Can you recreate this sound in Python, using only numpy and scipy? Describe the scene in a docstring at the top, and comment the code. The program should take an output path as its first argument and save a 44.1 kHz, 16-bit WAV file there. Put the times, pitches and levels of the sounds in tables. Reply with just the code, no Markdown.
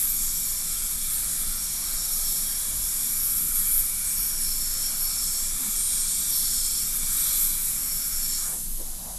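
"""A dental surgery, close to the chair: an air-driven handpiece polishes teeth with a rubber cup.
Its air hisses and spits saliva, changing colour as the head turns in the mouth; the motor whirs and
the cup scrubs paste on enamel, with soft rubs and one rubber squeak. The tool is drawn away and stops,
leaving a few slurps, a softer suction hiss and the rumble of the room."""
import sys
import numpy as np
from scipy import signal
from scipy.fft import rfft, irfft, next_fast_len
from scipy.io import wavfile
from scipy.ndimage import uniform_filter1d, map_coordinates

SR = 44100
rng = np.random.default_rng(int(sys.argv[2]) if len(sys.argv) > 2 else 0)


def unload_audio(sound):
    """Save the sound as a 16-bit wav file, at the path given as the first command line argument."""
    columns = np.transpose(np.atleast_2d(sound))
    # keep every value between -1 and 1, then stretch to whole-number steps
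    steps = np.round(np.clip(columns, -1, 1) * 32767)
    wavfile.write(sys.argv[1], SR, steps.astype(np.int16))


N = 404838
TIME = np.arange(N) / SR

# EQ curves for the noise layers: frequency_hz, relative_db
HISS_EQ = [(3000, -46), (5900, -12.5), (6450, -6), (6800, 0), (7300, 2), (8100, 0), (8550, -0.5),
           (9200, -3.5), (10000, -0.5), (10800, -0.5), (13000, -49)]
SIZZLE_EQ = [(8500, -33.5), (9700, -3), (10300, -5), (10900, 2.5), (11300, 4), (11800, 4), (12450, 2),
             (12800, -16.5), (13100, -55)]
SCRUB_EQ = [(2000, -48), (3080, -20), (3220, -1.5), (4200, -2.5), (5100, -2.5), (5900, -0.5), (6500, -13),
            (9000, -36)]
WHIR_EQ = [(200, -35), (500, -8), (850, -10), (1100, -2.5), (1340, 2), (1450, -1), (1620, -1.5), (1950, -5),
           (2200, -3), (2550, -8), (3000, -8.5), (5000, -23)]
SUCTION_EQ = [(300, -24), (1000, -15.5), (2400, -19.5), (3500, -10), (4800, -7), (7200, -1), (9500, 0.5),
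              (11000, 5.5), (12500, 0.5), (13100, -33)]
RUMBLE_EQ = [(10, 0.5), (27, -2), (36, 3), (47, -0.5), (58, -2.5), (70, -10), (80, -13.5), (97, -15.5),
             (120, -10), (142, -15.5), (170, -10), (205, -13.5), (230, -10), (270, -18.5), (345, -19),
             (410, -28), (900, -34)]
# ventilation hum: pitch_hz, level_db
HUM_TONES = [(119, -68.5), (169, -58.5)]
# fader rides for the wet sizzle, the paste scrub and the gear whine: time_s, relative_db
SIZZLE_RIDE = [(0, -30), (0.8, -36), (1.9, -34), (2.7, -31.5), (4.6, -32.5), (5.8, -34), (7.7, -32),
               (8.5, -33.5)]
SCRUB_RIDE = [(0, -46), (1.25, -47), (2.2, -45), (3.4, -48), (4.55, -50), (5.3, -47.5), (5.65, -46),
              (5.95, -41), (6.6, -41.5), (6.95, -46.5), (7.3, -39), (7.85, -51.5), (8.45, -48)]
WHINE_RIDE = [(0, -53.5), (2.4, -55.5), (3.0, -54.5), (4.15, -51), (4.45, -55), (6.1, -52), (6.6, -57),
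              (7.2, -49), (8.3, -56.5)]
# the head swings its air leak toward the microphone: start_s, length_s, facing_share
HEAD_SWINGS = [(-0.3, 0.81, 0.27), (1.09, .35, 0.65), (2.72, 1.1, 0.72), (7.056, 0.44, 0.98)]
# the air catches saliva and spits: peak_s, length_s, relative_db
SPITS = [(0.043, 0.17, -32), (1.14, .06, -31), (2.35, 0.28, -32.5), (3.3, 0.23, -32), (3.59, 0.057, -29),
         (3.75, 0.1, -27.5), (4.2, 0.14, -32), (5.028, 0.081, -31), (6.379, 0.12, -28.5), (6.96, .04, -31),
         (7.411, 0.045, -30.5)]
# the cup presses on a tooth and closes a pocket: start_s, length_s, pressure_share, notch_hz
CUP_PRESSES = [(0.18, 0.49, .36, 9200), (1.58, .32, 0.38, 9100), (1.949, 0.63, 0.6, 9200),
               (2.73, .6, 0.29, 8250), (4.1, 0.27, 0.52, 7400), (4.36, .62, 0.7, 8800),
               (4.98, .5, 0.78, 9230), (5.68, .6, .33, 9700), (6.3, .56, .92, 9300), (7.0, .5, 0.2, 9700),
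               (7.79, .46, .52, 8650), (8.25, 0.2, 0.9, 8900)]
# the jet glances off a finger or the cheek: start_s, fade_s, centre_hz, level_db
JET_GLANCES = [(0.2, .15, 7500, -32), (1.09, 0.4, 8970, -34), (3.699, .35, 9800, -29),
               (4.06, 0.1, 8230, -28.5), (4.4, 0.11, 10540, -27.5), (5.24, 0.45, 8070, -33),
               (5.77, 1, 8950, -28.5), (7.14, .4, 8620, -30), (8.48, 0.15, 10100, -34)]
# soft rubs and slurps in the mouth: peak_s, length_s, centre_hz, width_hz, level_db
MOUTH_RUBS = [(1.85, .25, 1250, 903, -52), (2.15, 0.99, 650, 600, -58), (6.599, .12, 400, 393, -65),
              (4.947, 0.31, 700, 597, -57.5), (5.647, .08, 1094, 1090, -49), (7.218, 0.46, 1380, 804, -51),
              (8.46, 0.088, 1230, 600, -49.5), (8.527, 0.087, 650, 910, -48),
              (8.814, 0.036, 420, 480, -46.5), (8.902, 0.13, 700, 800, -56), (9.08, 0.15, 740, 480, -49)]
# the path of the rubber squeak: time_s, pitch_hz, level_db
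SQUEAK_GLIDE = [(5.58, 235, -70), (5.603, 245, -47), (5.625, 260, -48), (5.65, 232, -46), (5.672, 203, -45),
                (5.692, 209, -40), (5.72, 200, -77)]

LIFT_S, AIR_OFF_S = 8.53, 8.645  # the tool is drawn away; its air stops a moment later
HOLLOW_HZ, FLARE_DROP_HZ = 5560, 169.9  # the cup's hollow, and its drop as the rim flares when pressed


def amp(db):
    """Decibels to gain."""
    return 10 ** (np.asarray(db) / 20)


def unit(x):
    """x at rms 1."""
    return x / np.sqrt(np.mean(x ** 2) + 1e-20)


def curves(rows):
    """One automation curve for each column after the time."""
    times, *columns = np.transpose(rows)
    return [np.interp(TIME, times, column) for column in columns]


def wobble(rate_hz):
    """A smooth random curve with rate_hz knots a second."""
    return map_coordinates(rng.standard_normal(int(N * rate_hz / SR) + 4), [TIME * rate_hz])


def until(s, ramp_s):
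    """A fade from 1 to 0, halfway down at s."""
    return .5 - .5 * np.tanh((TIME - s) / ramp_s)


def swell(s, length):
    """A bell-shaped envelope around s."""
    return np.exp(-2 * ((TIME - s) / length) ** 2)


def filtered(x, response):
    """x through a frequency response."""
    size = next_fast_len(N + SR // 2)
    return irfft(rfft(x, size) * response(np.fft.rfftfreq(size, 1 / SR)), size)[:N]


def rush(eq, patchy_db):
    """Turbulent noise of rms 1: patches of gain drift over time and frequency under an EQ curve."""
    spectra = signal.stft(rng.standard_normal(N), nperseg=1024)[2]
    patches = uniform_filter1d(rng.standard_normal(spectra.shape), size=6, axis=0)
    patches = uniform_filter1d(patches, size=14, axis=1)
    noise = signal.istft(spectra * amp(patchy_db * unit(patches)), nperseg=1024)[1][:N]
    hz, db = np.transpose(eq)
    return unit(filtered(noise, lambda f: amp(np.interp(np.log(f + 1), np.log(hz), db))))


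def resonance(hz, width_hz):
    """Noise of rms 1 ringing in a band-pass, applied twice for steep skirts."""
    band = lambda f: 1j * f * width_hz / (hz * hz - f * f + 1j * f * width_hz)
    return unit(filtered(rng.standard_normal(N), lambda f: band(f) ** 2))


def gliding(hz, width_hz):
    """Noise of rms 1 in a resonance whose centre follows a curve."""
    drift = lambda: unit(filtered(rng.standard_normal(N), lambda f: 1 / (1 + (2 * f / width_hz) ** 2)))
    phase = 2 * np.pi * np.cumsum(hz) / SR
    return drift() * np.cos(phase) + drift() * np.sin(phase)


def tone(hz):
    """A sine of rms 1 that follows a pitch curve."""
    return np.sqrt(2) * np.sin(2 * np.pi * np.cumsum(hz) / SR)


def facing(rise_s=.09, drop_s=.028):
    """How squarely the air leak faces the microphone, 0-1: each swing builds, then ends abruptly."""
    out = np.zeros(N)
    for s, length, share in HEAD_SWINGS:
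        build = np.interp(TIME, [s, s + length], [.54, 1])
        out += share * build * (1 - until(s, rise_s)) * until(s + length, drop_s)
    return out


def press_shape(s, length, ramp_s=.05, ease=.1):
    """One press: the rim lands, the hand leans in toward the middle, eases off and lifts."""
    held = until(s + length, ramp_s) - until(s, ramp_s)
    return held * (1 - ease * (1 - swell(s + length / 2, length / 2)))


def pressure():
    """How firmly the tilted cup sits on a tooth: 0 is light, about 1 is hard."""
    return sum(firm * press_shape(s, length) for s, length, firm, _ in CUP_PRESSES)


def room_bed():
    """Steady suction hiss over the rumble, slow throb and hum of the ventilation."""
    hum = sum(amp(db) * tone(hz + 6 * wobble(20)) for hz, db in HUM_TONES)
    throb = amp(-36.5) * resonance(18.7, width_hz=5.6)
    suction = amp(-36.5) * rush(SUCTION_EQ, patchy_db=.8)
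    rumble = amp(-43) * rush(RUMBLE_EQ, patchy_db=1.2)
    return suction + rumble + throb + hum


def air_jet(hiss_db=-34.5, follows_scrub=.24, pressed_db=3, facing_db=2):
    """The jet at the head: hiss, spray and a deflected band flutter together, coloured by the mouth."""
    scrub_db, = curves(SCRUB_RIDE)
    level_db = hiss_db + follows_scrub * (scrub_db - scrub_db.mean())
    level_db += pressed_db * pressure() + facing_db * facing()
    hiss = amp(level_db + .95 * wobble(8)) * rush(HISS_EQ, patchy_db=2)
    spray = saliva_spray()
    flutter = amp(.48 * wobble(30))
    jet = until(AIR_OFF_S, ramp_s=.06) * (deflected_air() + hiss)
    return flutter * mouth_pocket(jet + spray)


def saliva_spray(shaded_db=-1.5, facing_db=-29, whistle_db=-4.5, bursts_per_s=1200):
    """Air catches saliva: a spitting sizzle that narrows to an airy whistle when strongest."""
    ride_db, = curves(SIZZLE_RIDE)
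    ride = amp(ride_db + shaded_db * pressure())
    spit_power = sum((amp(db) * swell(s, length)) ** 2 for s, length, db in SPITS)
    wetness = np.sqrt(ride ** 2 + (amp(facing_db) * facing()) ** 2 + spit_power)
    sizzle = rush(SIZZLE_EQ, patchy_db=2.55)
    bursts = 1.0 * (rng.random(N) < bursts_per_s / SR)  # wet paste breaking up
    spatter = unit(np.sqrt(np.abs(uniform_filter1d(bursts, size=40))))
    sizzle *= 1.06 + .17 * spatter
    whistle = amp(whistle_db) * wetness / wetness.max() * resonance(11600, width_hz=760)
    fade = until(AIR_OFF_S + .097, ramp_s=.23)
    return fade * amp(.24 * wobble(8.2)) * wetness * (sizzle + whistle)


def deflected_air(steady_db=-37, facing_db=2, pressed_db=-3, sag_hz_per_s=750):
    """A bright band of the jet, shaded by the tilted cup, flaring when it strikes finger or cheek."""
    level_db = steady_db + facing_db * facing() + pressed_db * pressure()
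    out = amp(level_db) * gliding(np.full(N, 8900), width_hz=1630)
    for s, fade_s, hz, db in JET_GLANCES:
        age = np.maximum(TIME - s, 0)
        flare = amp(db) * (1 - until(s, ramp_s=.019)) * np.exp(-age / fade_s)
        out += flare * gliding(hz - sag_hz_per_s * age, width_hz=1300)  # sinks as the head moves on
    return out


def polishing_cup(scrub_gain_db=3.5, muffled_db=-1.5, light_db=-48, pressed_db=-38):
    """Paste scrubs between cup and tooth; the cup's hollow rings louder and lower under pressure."""
    scrub_db, = curves(SCRUB_RIDE)
    press = pressure()
    hollow_hz = HOLLOW_HZ - FLARE_DROP_HZ * press ** 2 + 30 * wobble(8)
    scrub_db += scrub_gain_db + muffled_db * press + .28 * wobble(8)
    scrub = amp(scrub_db) * rush(SCRUB_EQ, patchy_db=2)
    ring = gliding(hollow_hz, width_hz=370) + amp(-8) * gliding(hollow_hz, width_hz=110)
    lower_ring = amp(-5) * press * gliding(.82 * hollow_hz, width_hz=860)
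    ring_gain = (amp(light_db) + amp(pressed_db) * press) * amp(1.2 * wobble(25))
    return until(LIFT_S, ramp_s=.12) * (scrub + ring_gain * (ring + lower_ring))


def motor(whir_db=-49.5, follows_whine=.17, upper_db=-8, facing_db=5):
    """Vanes whir in the housing; two gear whines waver, the upper clearest facing the microphone."""
    whine_db, = curves(WHINE_RIDE)
    speed = 1 + .005 * wobble(7) + .0061 * wobble(120)
    lower = .43 * tone(2345 * speed) * amp(3.8 * wobble(45))
    lower += .93 * resonance(2304, width_hz=185)
    upper = amp(upper_db + facing_db * facing() + 2.9 * wobble(12)) * tone(4785 * speed)
    whir_gain = amp(whir_db + follows_whine * (whine_db - whine_db.mean()) + .5 * wobble(5))
    whir = whir_gain * rush(WHIR_EQ, patchy_db=1.9)
    return until(LIFT_S, ramp_s=.05) * (whir + amp(whine_db - 1) * (lower + upper))


def near_reflection(x, echo_s=.0069, echo=.23, centre_hz=4600):
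    """A near surface returns the middle treble a few milliseconds late and ripples its spectrum."""
    bounce = lambda f: echo * np.exp(-(f / centre_hz - 1) ** 2)
    return filtered(x, lambda f: 1 + bounce(f) * np.exp(-2j * np.pi * f * echo_s))


def mouth_pocket(x, echo=.32, echo_s=.001108, width_hz=450, cut=.99, boost=.48, sealed_at=.68):
    """Each press closes a pocket that echoes the jet, swallows one band and lifts the band below."""
    band = lambda f, hz: np.exp(-((f - hz) / width_hz) ** 2)
    coloured = x.copy()
    for s, length, firm, hz in CUP_PRESSES:
        colour = filtered(x, lambda f: boost * band(f, .95 * hz) - cut * band(f, hz))
        coloured += min(firm, sealed_at) * press_shape(s, length) * colour
    delayed = filtered(coloured, lambda f: np.exp(-2j * np.pi * f * echo_s))
    return coloured + echo * pressure() * delayed


def mouth_rubs():
    """Each rub or slurp is a short swell of noise in one hollow resonance."""
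    return sum(amp(db) * swell(s, length) * resonance(hz, width)
               for s, length, hz, width, db in MOUTH_RUBS)


def rubber_squeak():
    """Rubber sticks and slips for a moment: a low gliding note with a weak third harmonic."""
    hz, db = curves(SQUEAK_GLIDE)
    gate = (TIME > SQUEAK_GLIDE[0][0]) & (TIME < SQUEAK_GLIDE[-1][0])
    return gate * amp(db) * (tone(hz) + amp(-24) * tone(3 * hz))


def scene():
    """The handpiece up close over the room bed, the same in both channels."""
    handpiece = near_reflection(air_jet() + polishing_cup() + motor())
    mono = handpiece + rubber_squeak() + mouth_rubs() + room_bed()
    return np.array([mono, mono])


def record(dry):
    """A brick-wall low-pass takes off the very top of the hiss."""
    return np.array([filtered(channel, lambda hz: hz < 13030) for channel in dry])


dry = scene()
out = record(dry)
unload_audio(out)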